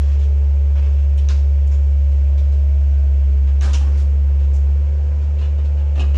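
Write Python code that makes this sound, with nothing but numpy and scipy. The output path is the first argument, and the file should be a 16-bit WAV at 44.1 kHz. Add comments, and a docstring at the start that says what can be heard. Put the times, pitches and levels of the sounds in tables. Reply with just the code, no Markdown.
"""In a forest clearing, a four-cylinder diesel excavator at working speed crushes a camper body.
Its exhaust booms at the firing rate, over an engine growl, diesel clatter and whining hydraulics.
Wooden studs crack, the timber frame tears, sheet panels crunch, walls cave in and the shell groans.
Most breaks are bursts of tiny snaps that make the wreck ring; the trees scatter every break."""
import sys
import numpy as np
from scipy import signal
from scipy.fft import rfft, irfft, next_fast_len
from scipy.io import wavfile
from scipy.ndimage import map_coordinates

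SR = 44100
rng = np.random.default_rng(int(sys.argv[2]) if len(sys.argv) > 2 else 0)


def store_wav(level_fs):
    """Save 16-bit WAV to argv[1]."""
    pcm = np.round(np.clip(np.atleast_2d(level_fs), -1, 1) * 32767)
    wavfile.write(sys.argv[1], SR, pcm.T.astype(np.int16))


N = 272229


def amp(db):
    """Turn decibels into a gain."""
    return 10 ** (np.asarray(db) / 20)


def unit(x):
    """Scale a signal to an average (rms) level of 1."""
    return x / np.sqrt(np.mean(x ** 2) + 1e-20)


def along(points, hz):
    """Read between (Hz, value) points on a logarithmic frequency scale."""
    freqs, values = np.transpose(points)
    return np.interp(np.log(hz + 1), np.log(freqs), values)


def curve(points):
    """Join (seconds, value) points with straight lines, one value per sample."""
    return np.interp(np.arange(N) / SR, *np.transpose(points))


def wobble(rate):
    """A smooth curve through `rate` random points a second."""
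    points = rng.standard_normal(int(N * rate / SR) + 4)
    return map_coordinates(points, [np.arange(N) * rate / SR])


def filtered(x, response):
    """Scale each frequency in x by the gain response(hz)."""
    size = next_fast_len(N + 8192)
    return irfft(rfft(x, size) * response(np.fft.rfftfreq(size, 1 / SR)), size)[:N]


def noise(spectrum, swell):
    """Noise shaped by (Hz, dB) points, growing and shrinking with `swell`; average level 1."""
    steady = filtered(rng.standard_normal(N), lambda hz: amp(along(spectrum, hz)))
    return unit(steady * np.exp(swell))


def add(out, start_s, sound):
    """Mix a sound in at a given time."""
    start = max(round(start_s * SR), 0)
    out[start:start + len(sound)] += sound[:max(N - start, 0)]


def exhaust(phase, firing_hz, load, pipe_hz=70.3):
    """The silencer leaves an almost pure tone at the firing rate; load brings out its octave."""
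    detune_db = 1.25 * np.maximum(firing_hz - pipe_hz, 0)  # weaker above the pipe's tuning
    boom = amp(-12.7 - 0.65 * load - detune_db + 0.062 * wobble(14)) * np.cos(phase)
    octave_db = -54.5 + 15.5 * load + 0.49 * wobble(18)
    octave = amp(octave_db) * np.sin(2 * phase + rng.uniform(0, 2 * np.pi))
    return np.sqrt(2) * (boom + octave)


def growl(phase, load, boost_db=0.57, waver_db=1.5):
    """Unequal cylinders give tones at quarter steps of the firing rate; gears add a few more."""
    # Each row: multiple of the firing rate, relative dB at light load, relative dB at full load.
    tones = [(1.5, -57, -55), (3, -60, -58), (3.63, -62, -58), (4, -62, -66), (5.1, -69, -56),
             (5.44, -57.5, -55), (6.06, -56, -61), (7, -69, -57), (7.25, -67, -61), (7.5, -59, -54),
             (7.75, -63, -57), (8, -80, -58), (9, -64, -61), (8.5, -66, -64), (8.75, -62, -63),
             (9.75, -63, -66), (12, -72, -75), (13.5, -67.5, -66.5)]
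    out = np.zeros(N)
    for multiple, light_db, full_db in tones:
        db = light_db + (full_db - light_db) * load + boost_db + waver_db * wobble(5.5)
        out += amp(db) * np.sin(multiple * phase + rng.uniform(0, 2 * np.pi) + 0.16 * wobble(11))
    return np.sqrt(2) * out


def engine_noise(phase, load):
    """The casing rumbles and the diesel clatters in time with the engine; load adds knock."""
    # The tone colours of the three noises. Each row: frequency in Hz, relative level in dB.
    casing_colour = [(20, -3.5), (50, -6), (100, 3.5), (135, 4.5), (175, -4.5), (280, -7), (430, -3.5),
                     (600, -8.5), (800, -11), (1100, -23), (2000, -36.5), (4000, -81)]
    clatter_colour = [(300, -28.5), (700, -1.5), (1000, 0.5), (1300, -2), (1550, -0.5), (1950, -3),
                      (2300, 1), (3000, -3), (3700, -10), (5800, -10), (7400, -12.5), (8100, -22),
                      (9000, -19.5), (11000, -39.5), (13000, -54)]
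    knock_colour = [(400, -15), (950, -2.5), (1700, -4), (2300, -12), (5000, -30.5), (10000, -70.5)]
    # One swell per firing, one per shaft turn and one per four-stroke cycle.
    beat = 0.21 * np.cos(phase) + 0.13 * np.cos(phase / 2) + 0.01 * np.cos(phase / 4)
    rumble = amp(-46 + 3.5 * load + 0.22 * wobble(11)) * noise(casing_colour, beat)
    clatter = amp(-53 - load + 0.042 * wobble(23)) * noise(clatter_colour, 0.18 * beat)
    knock = amp(-57) * load * noise(knock_colour, beat)
    return rumble + clatter + knock


def pump(phase, waver_db=1.2):
    """The hydraulics whine in step with the engine, swelling and fading with each move of the arm."""
    # Each row: start, length and fade in seconds, multiple of the firing rate, level in dB,
    # flutter in radians.
    whines = [(-.6, 3.8, .7, 8, -52, .22), (-.1, 1.2, .3, 6, -50, .5), (1.1, .8, .3, 6, -52, .6),
              (0, 1.0, .42, 12, -57, .45), (1.9, .8, .35, 8.5, -54.5, .4), (2.15, 1.4, .5, 9, -54.8, .35),
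              (2.7, .8, .3, 10, -60, .4), (2.7, .85, .25, 22, -66, 1.1), (3.15, .5, .15, 6, -54.5, .4),
              (3.9, .95, .3, 9, -56, .35), (4.1, .8, .3, 8, -55, .4), (4.7, 1.3, .15, 7, -55.5, .35),
              (5.5, .7, .25, 12, -56.5, .35), (5.65, .8, .3, 8, -54, .4)]
    t, out = np.arange(N) / SR, np.zeros(N)
    for start, length, fade, multiple, db, flutter in whines:
        swell = np.clip(np.minimum(t - start, start + length - t) / fade, 0, 1)
        cycle = multiple * phase + rng.uniform(0, 2 * np.pi) + flutter * wobble(19)
        out += swell * amp(db + waver_db * wobble(14)) * np.sin(cycle)
    return np.sqrt(2) * out


def ring(spectrum, bright_db, peaks=(), size=2048):
    """How a part rings after one tap. Each peak: pitch in Hz, height in dB, half width in octaves."""
    hz = np.fft.rfftfreq(size, 1 / SR)
    peaks_db = sum(db / (1 + (np.log2((hz + 1) / centre) / width) ** 2) for centre, db, width in peaks)
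    tilt_db = bright_db * np.log2(np.maximum(hz, 700))
    cepstrum = irfft(np.log(amp(along(spectrum, hz) + tilt_db + peaks_db)))
    # Folding this onto its first half keeps the tone colour and puts all ringing after the tap.
    cepstrum[1:size // 2] *= 2
    cepstrum[size // 2 + 1:] = 0
    response = irfft(np.exp(rfft(cepstrum)))
    return response / np.linalg.norm(response)


def fracture(length, bright_db, piece_peaks, thud_db, first_snap, fibres_per_s=1100, ring_s=0.015):
    """One snap, then a run of fibres giving way: they ring the piece and wreck and shake the panel."""
    # The tone colours of splintering and of a panel's thud. Each row: frequency in Hz, relative dB.
    splinter_colour = [(150, -14), (500, -0.5), (900, -1), (1300, -1), (1700, 0), (2050, -5), (2450, -2.5),
                       (2900, -3), (3900, -6.5), (4700, -9.5), (6000, -10), (7300, -13), (8000, -21),
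                       (9500, -24.5), (11500, -40), (15000, -52.5)]
    thud_colour = [(60, -29.5), (140, 3.5), (290, 4), (480, -1.5), (780, -5), (1200, -12), (2200, -22),
                   (6000, -57)]
    # The wreck's own resonances. Each row: pitch in Hz, height in dB.
    wreck_modes = [(1200, 1.5), (2680, 1.5), (5300, 1.5), (7000, 1), (8700, 2.5)]
    t = np.arange(SR // 4) / SR
    gives_way = (rng.random(len(t)) < fibres_per_s / SR) & (t < length)
    snaps = gives_way * amp(4 * rng.standard_normal(len(t))) * rng.choice([-1, 1], len(t))
    snaps[0] = first_snap
    peaks = [(hz, db, 0.093) for hz, db in wreck_modes] + piece_peaks
    body = ring(splinter_colour, bright_db, peaks) + amp(thud_db) * ring(thud_colour, 0)
    sound = signal.fftconvolve(signal.fftconvolve(snaps, body), scatter())
    energy = (length + ring_s) * SR * np.sum(body ** 2)  # a longer tear releases more energy
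    return sound * np.sqrt(energy / np.sum(sound ** 2))


def studs(rise_s=0.00047, tip_fade_s=0.0069, scatter_db=-11):
    """A wooden stud parts all at once: its tip splinters and it rings for a few milliseconds."""
    # Each row: start in seconds, relative level in dB, brightness in dB per octave.
    cracks = [(1.2875, -18.5, -1), (1.673, -44.5, 9), (3.6102, -23, 2), (3.7328, -29, 6)]
    # A stud's ringing tones. Each row: pitch in Hz, relative level in dB, seconds to fade by 60 dB.
    stud_modes = [(2750, -12.5, .008), (3830, -6, 0.0069), (5760, -2, 0.0073), (6460, -3.5, 0.0064),
                  (8800, -25.5, 0.0045)]
    t, out = np.arange(SR // 20) / SR, np.zeros(N)
    for start, db, bright_db in cracks:
        ringing = np.zeros(len(t))
        for hz, mode_db, fade_s in stud_modes:
            decay = amp(mode_db + bright_db * np.log2(hz / 5800) - 60 * t / fade_s)
            ringing += decay * np.sin(2 * np.pi * (hz * t + rng.random()))
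        tip = amp(-12.5 - 60 * t / tip_fade_s) * rng.standard_normal(len(t))
        tip = signal.lfilter(*signal.butter(2, 7000, fs=SR), tip)
        crack = amp(db) * (ringing + tip) * (1 - np.exp(-t / rise_s))
        add(out, start, crack)
        add(out, start, amp(scatter_db) * signal.fftconvolve(crack, scatter()))
    return out


def framing(spray_delay_s=0.015, spray_s=0.06, spray_db=-18.5, octaves=0.31):
    """Timber tears fibre by fibre, and a spray of splinters follows; thin pieces give off no bass."""
    # Each row: start in seconds, level in dB, tearing time in seconds, brightness in dB per octave,
    # the piece's resonance in Hz, its height in dB, bass cutoff in Hz.
    tears = [(0.191, -50, 0.059, 1, 3300, 2, 500), (1.177, -53, 0.0039, 5.5, 9000, 13.5, 6000),
             (1.18, -43, 0.013, -0.5, 2970, 7, 2500), (1.251, -56.5, 0.0053, -5, 2470, 8, 1500),
             (1.289, -36.5, 0.018, 0.2, 4900, 6, 600), (1.316, -47, .03, 0, 5200, 6, 1000),
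             (1.345, -54, 0.057, 1, 5200, 8, 2000), (1.673, -55.5, 0.006, 9, 10500, 4.5, 2500),
             (1.713, -49, 0.04, 0, 6900, 8, 600), (2.12, -60.5, .007, 6, 10900, 5.5, 2500),
             (2.378, -48.5, 0.019, 0.5, 4000, 2.5, 600), (2.523, -53, 0.0089, 2, 9150, 5, 800),
             (3.612, -40, 0.0095, -1, 2610, 3.5, 500), (3.622, -38.3, 0.043, 3, 7000, 0.5, 500),
             (3.685, -46.5, 0.049, 2, 4170, 3.5, 800), (3.733, -33.5, 0.013, 3.5, 5950, 5, 800),
             (3.738, -35, 0.018, 0, 2810, 8, 900), (3.92, -51, 0.099, -1.5, 6000, 3.5, 500),
             (3.975, -51.5, 0.049, 6.5, 3880, 3, 800), (4.535, -53, 0.031, 9, 6500, 5.5, 1500)]
    out = np.zeros(N)
    for start, db, length, bright_db, piece_hz, peak_db, cutoff_hz in tears:
        bass_cut = signal.butter(2, cutoff_hz, "high", fs=SR)
        snap = fracture(length, bright_db, [(piece_hz, peak_db, octaves)], thud_db=-18, first_snap=3.5)
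        spray = fracture(spray_s, bright_db, [(5800, 5, octaves)], thud_db=-18, first_snap=0.99)
        add(out, start, amp(db) * signal.lfilter(*bass_cut, snap))
        add(out, start + spray_delay_s, amp(db + spray_db) * signal.lfilter(*bass_cut, spray))
    return out


def panels(hard_crunch_db=-35):
    """Each sheet rings at its own pitches as it crunches; the harder the crunch, the more it thuds."""
    # Each row: start in seconds, level in dB, tearing time in seconds, brightness in dB per octave,
    # the sheet's lowest resonance in Hz, a base height in dB for its resonances.
    crunches = [(0.005, -50, .15, 0, 2250, 3.5), (0.755, -45, 0.045, -2.5, 2110, 10.5),
                (0.826, -47, 0.04, -2, 2220, 5), (0.88, -56, 0.16, 1, 2300, 12),
                (3.473, -48.5, 0.023, -2.5, 2500, 5), (4.396, -54, 0.049, 0.5, 2400, 5),
                (5.115, -51, 0.013, -9.5, 1850, 9.5), (5.216, -53.5, 0.039, -1.5, 2900, 5),
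                (5.387, -47, 0.02, -2, 2650, 10.5), (5.414, -44.5, 0.049, -2.5, 2630, 11),
                (5.584, -50, 0.017, -2.5, 3100, 4), (5.649, -50.5, 0.015, -0.5, 2800, 6),
                (5.774, -51.5, 0.034, -2.5, 2700, 9.5), (5.957, -48.5, 0.039, 1, 2680, 15),
                (5.996, -34.5, 0.019, -0.5, 2540, 13.5), (6.144, -38.5, 0.021, -1, 2650, 13)]
    # A sheet's resonances. Each row: ratio to the lowest, share of base height, half width in octaves.
    sheet_modes = [(1, .75, .11), (1.16, .55, .09), (1.53, .45, .09), (2.05, .12, .07), (2.72, .35, .07)]
    out = np.zeros(N)
    for start, db, length, bright_db, sheet_hz, base_db in crunches:
        thud_db = 0.5 + 0.65 * (db - hard_crunch_db)
        peaks = [(ratio * sheet_hz, share * base_db, width) for ratio, share, width in sheet_modes]
        add(out, start, amp(db) * fracture(length, bright_db, peaks, thud_db, first_snap=3.8))
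    return out


def walls(bright_db=-3.5, octaves=0.21):
    """Around the biggest breaks a wall gives way, dull and with a softer start."""
    # Each row: start in seconds, level in dB, length in seconds, resonance in Hz, its height in dB.
    cave_ins = [(1.291, -49, 0.032, 1300, 6), (3.623, -41, 0.041, 720, 7), (3.644, -43, 0.064, 950, 4),
                (3.739, -45.5, 0.027, 900, 1), (3.809, -43.5, 0.027, 850, 9), (3.846, -47.5, .04, 1120, 9),
                (5.958, -42, .035, 320, 15), (6.007, -42, 0.025, 620, 9), (6.035, -42.5, 0.007, 1200, 8)]
    out = np.zeros(N)
    for start, db, length, wall_hz, peak_db in cave_ins:
        rumble = fracture(length, bright_db, [(wall_hz, peak_db, octaves)], thud_db=1, first_snap=1.9)
        add(out, start, amp(db) * rumble)
    return out


def groan(centre_hz=256, width_hz=62):
    """As the arm bears down, the camper's shell rubs and drones in one low resonance."""
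    # Each row: time in seconds, level in dB.
    levels = [(2.3, -65.5), (3.1, -53), (3.85, -50.5), (4.4, -59), (5, -67.5)]
    drone = filtered(rng.standard_normal(N), lambda hz: 1 / (1 + (2 * (hz - centre_hz) / width_hz) ** 2))
    return amp(curve(levels)) * unit(drone)


def scatter(near_fade_s=0.13, near_db=6, forest_db=2):
    """A break's echoes: quick ones off the wreck and a steel bin, longer ones from the trees."""
    # Each row: frequency in Hz, seconds for the forest's echo to fade by 60 dB.
    forest_fades = [(150, 0.87), (1000, 0.61), (3000, 0.55), (7000, 0.62), (12000, 0.91)]
    t = np.arange(SR * 3 // 4) / SR
    lumpy_noise = rng.standard_normal(len(t)) * np.exp(0.55 * rng.standard_normal(len(t)))
    near = lumpy_noise * amp(-60 * t / near_fade_s)
    hz, seconds, bands = signal.stft(rng.standard_normal(len(t)), SR, nperseg=256)
    decay = amp(-60 * seconds / along(forest_fades, hz)[:, None])
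    far = signal.istft(bands * decay, SR, nperseg=256)[1][:len(t)]
    path = amp(near_db) * near / np.linalg.norm(near) + amp(forest_db) * far / np.linalg.norm(far)
    path[0] += 0.8  # the direct sound
    return path / np.linalg.norm(path)


def scene():
    """The crankshaft drives every engine layer; the wreck breaks beside it."""
    # Engine speed. Each row: time in seconds, firings per second.
    speeds = [(0, 70.7), (1.98, 70.35), (2.24, 69.8), (2.43, 70.5), (2.87, 70.3), (3.33, 68.7),
              (3.47, 68.8), (3.62, 69.8), (4.05, 70.6), (4.3, 70.0), (4.65, 69.9), (4.87, 71.8),
              (5.23, 72.6), (5.78, 71.9), (5.95, 72.0), (6.08, 70.5)]
    # Hydraulic load. Each row: time in seconds, load from 0 (light) to 1 (full).
    loads = [(0, 0.17), (2.7, 0.12), (3.45, 0.11), (3.65, 0.7), (4.4, 0.77)]
    firing_hz, load = curve(speeds), curve(loads)
    phase = 2 * np.pi * np.cumsum(firing_hz) / SR  # one cycle per firing
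    machine = exhaust(phase, firing_hz, load) + growl(phase, load)
    machine += pump(phase) + engine_noise(phase, load)
    return (machine + groan() + studs() + framing() + panels() + walls())[None]


def record(dry, top_hz=14600):
    """A steep filter cuts the highest treble."""
    return signal.sosfilt(signal.butter(12, top_hz, fs=SR, output="sos"), dry)


dry = scene()
out = record(dry)
store_wav(out)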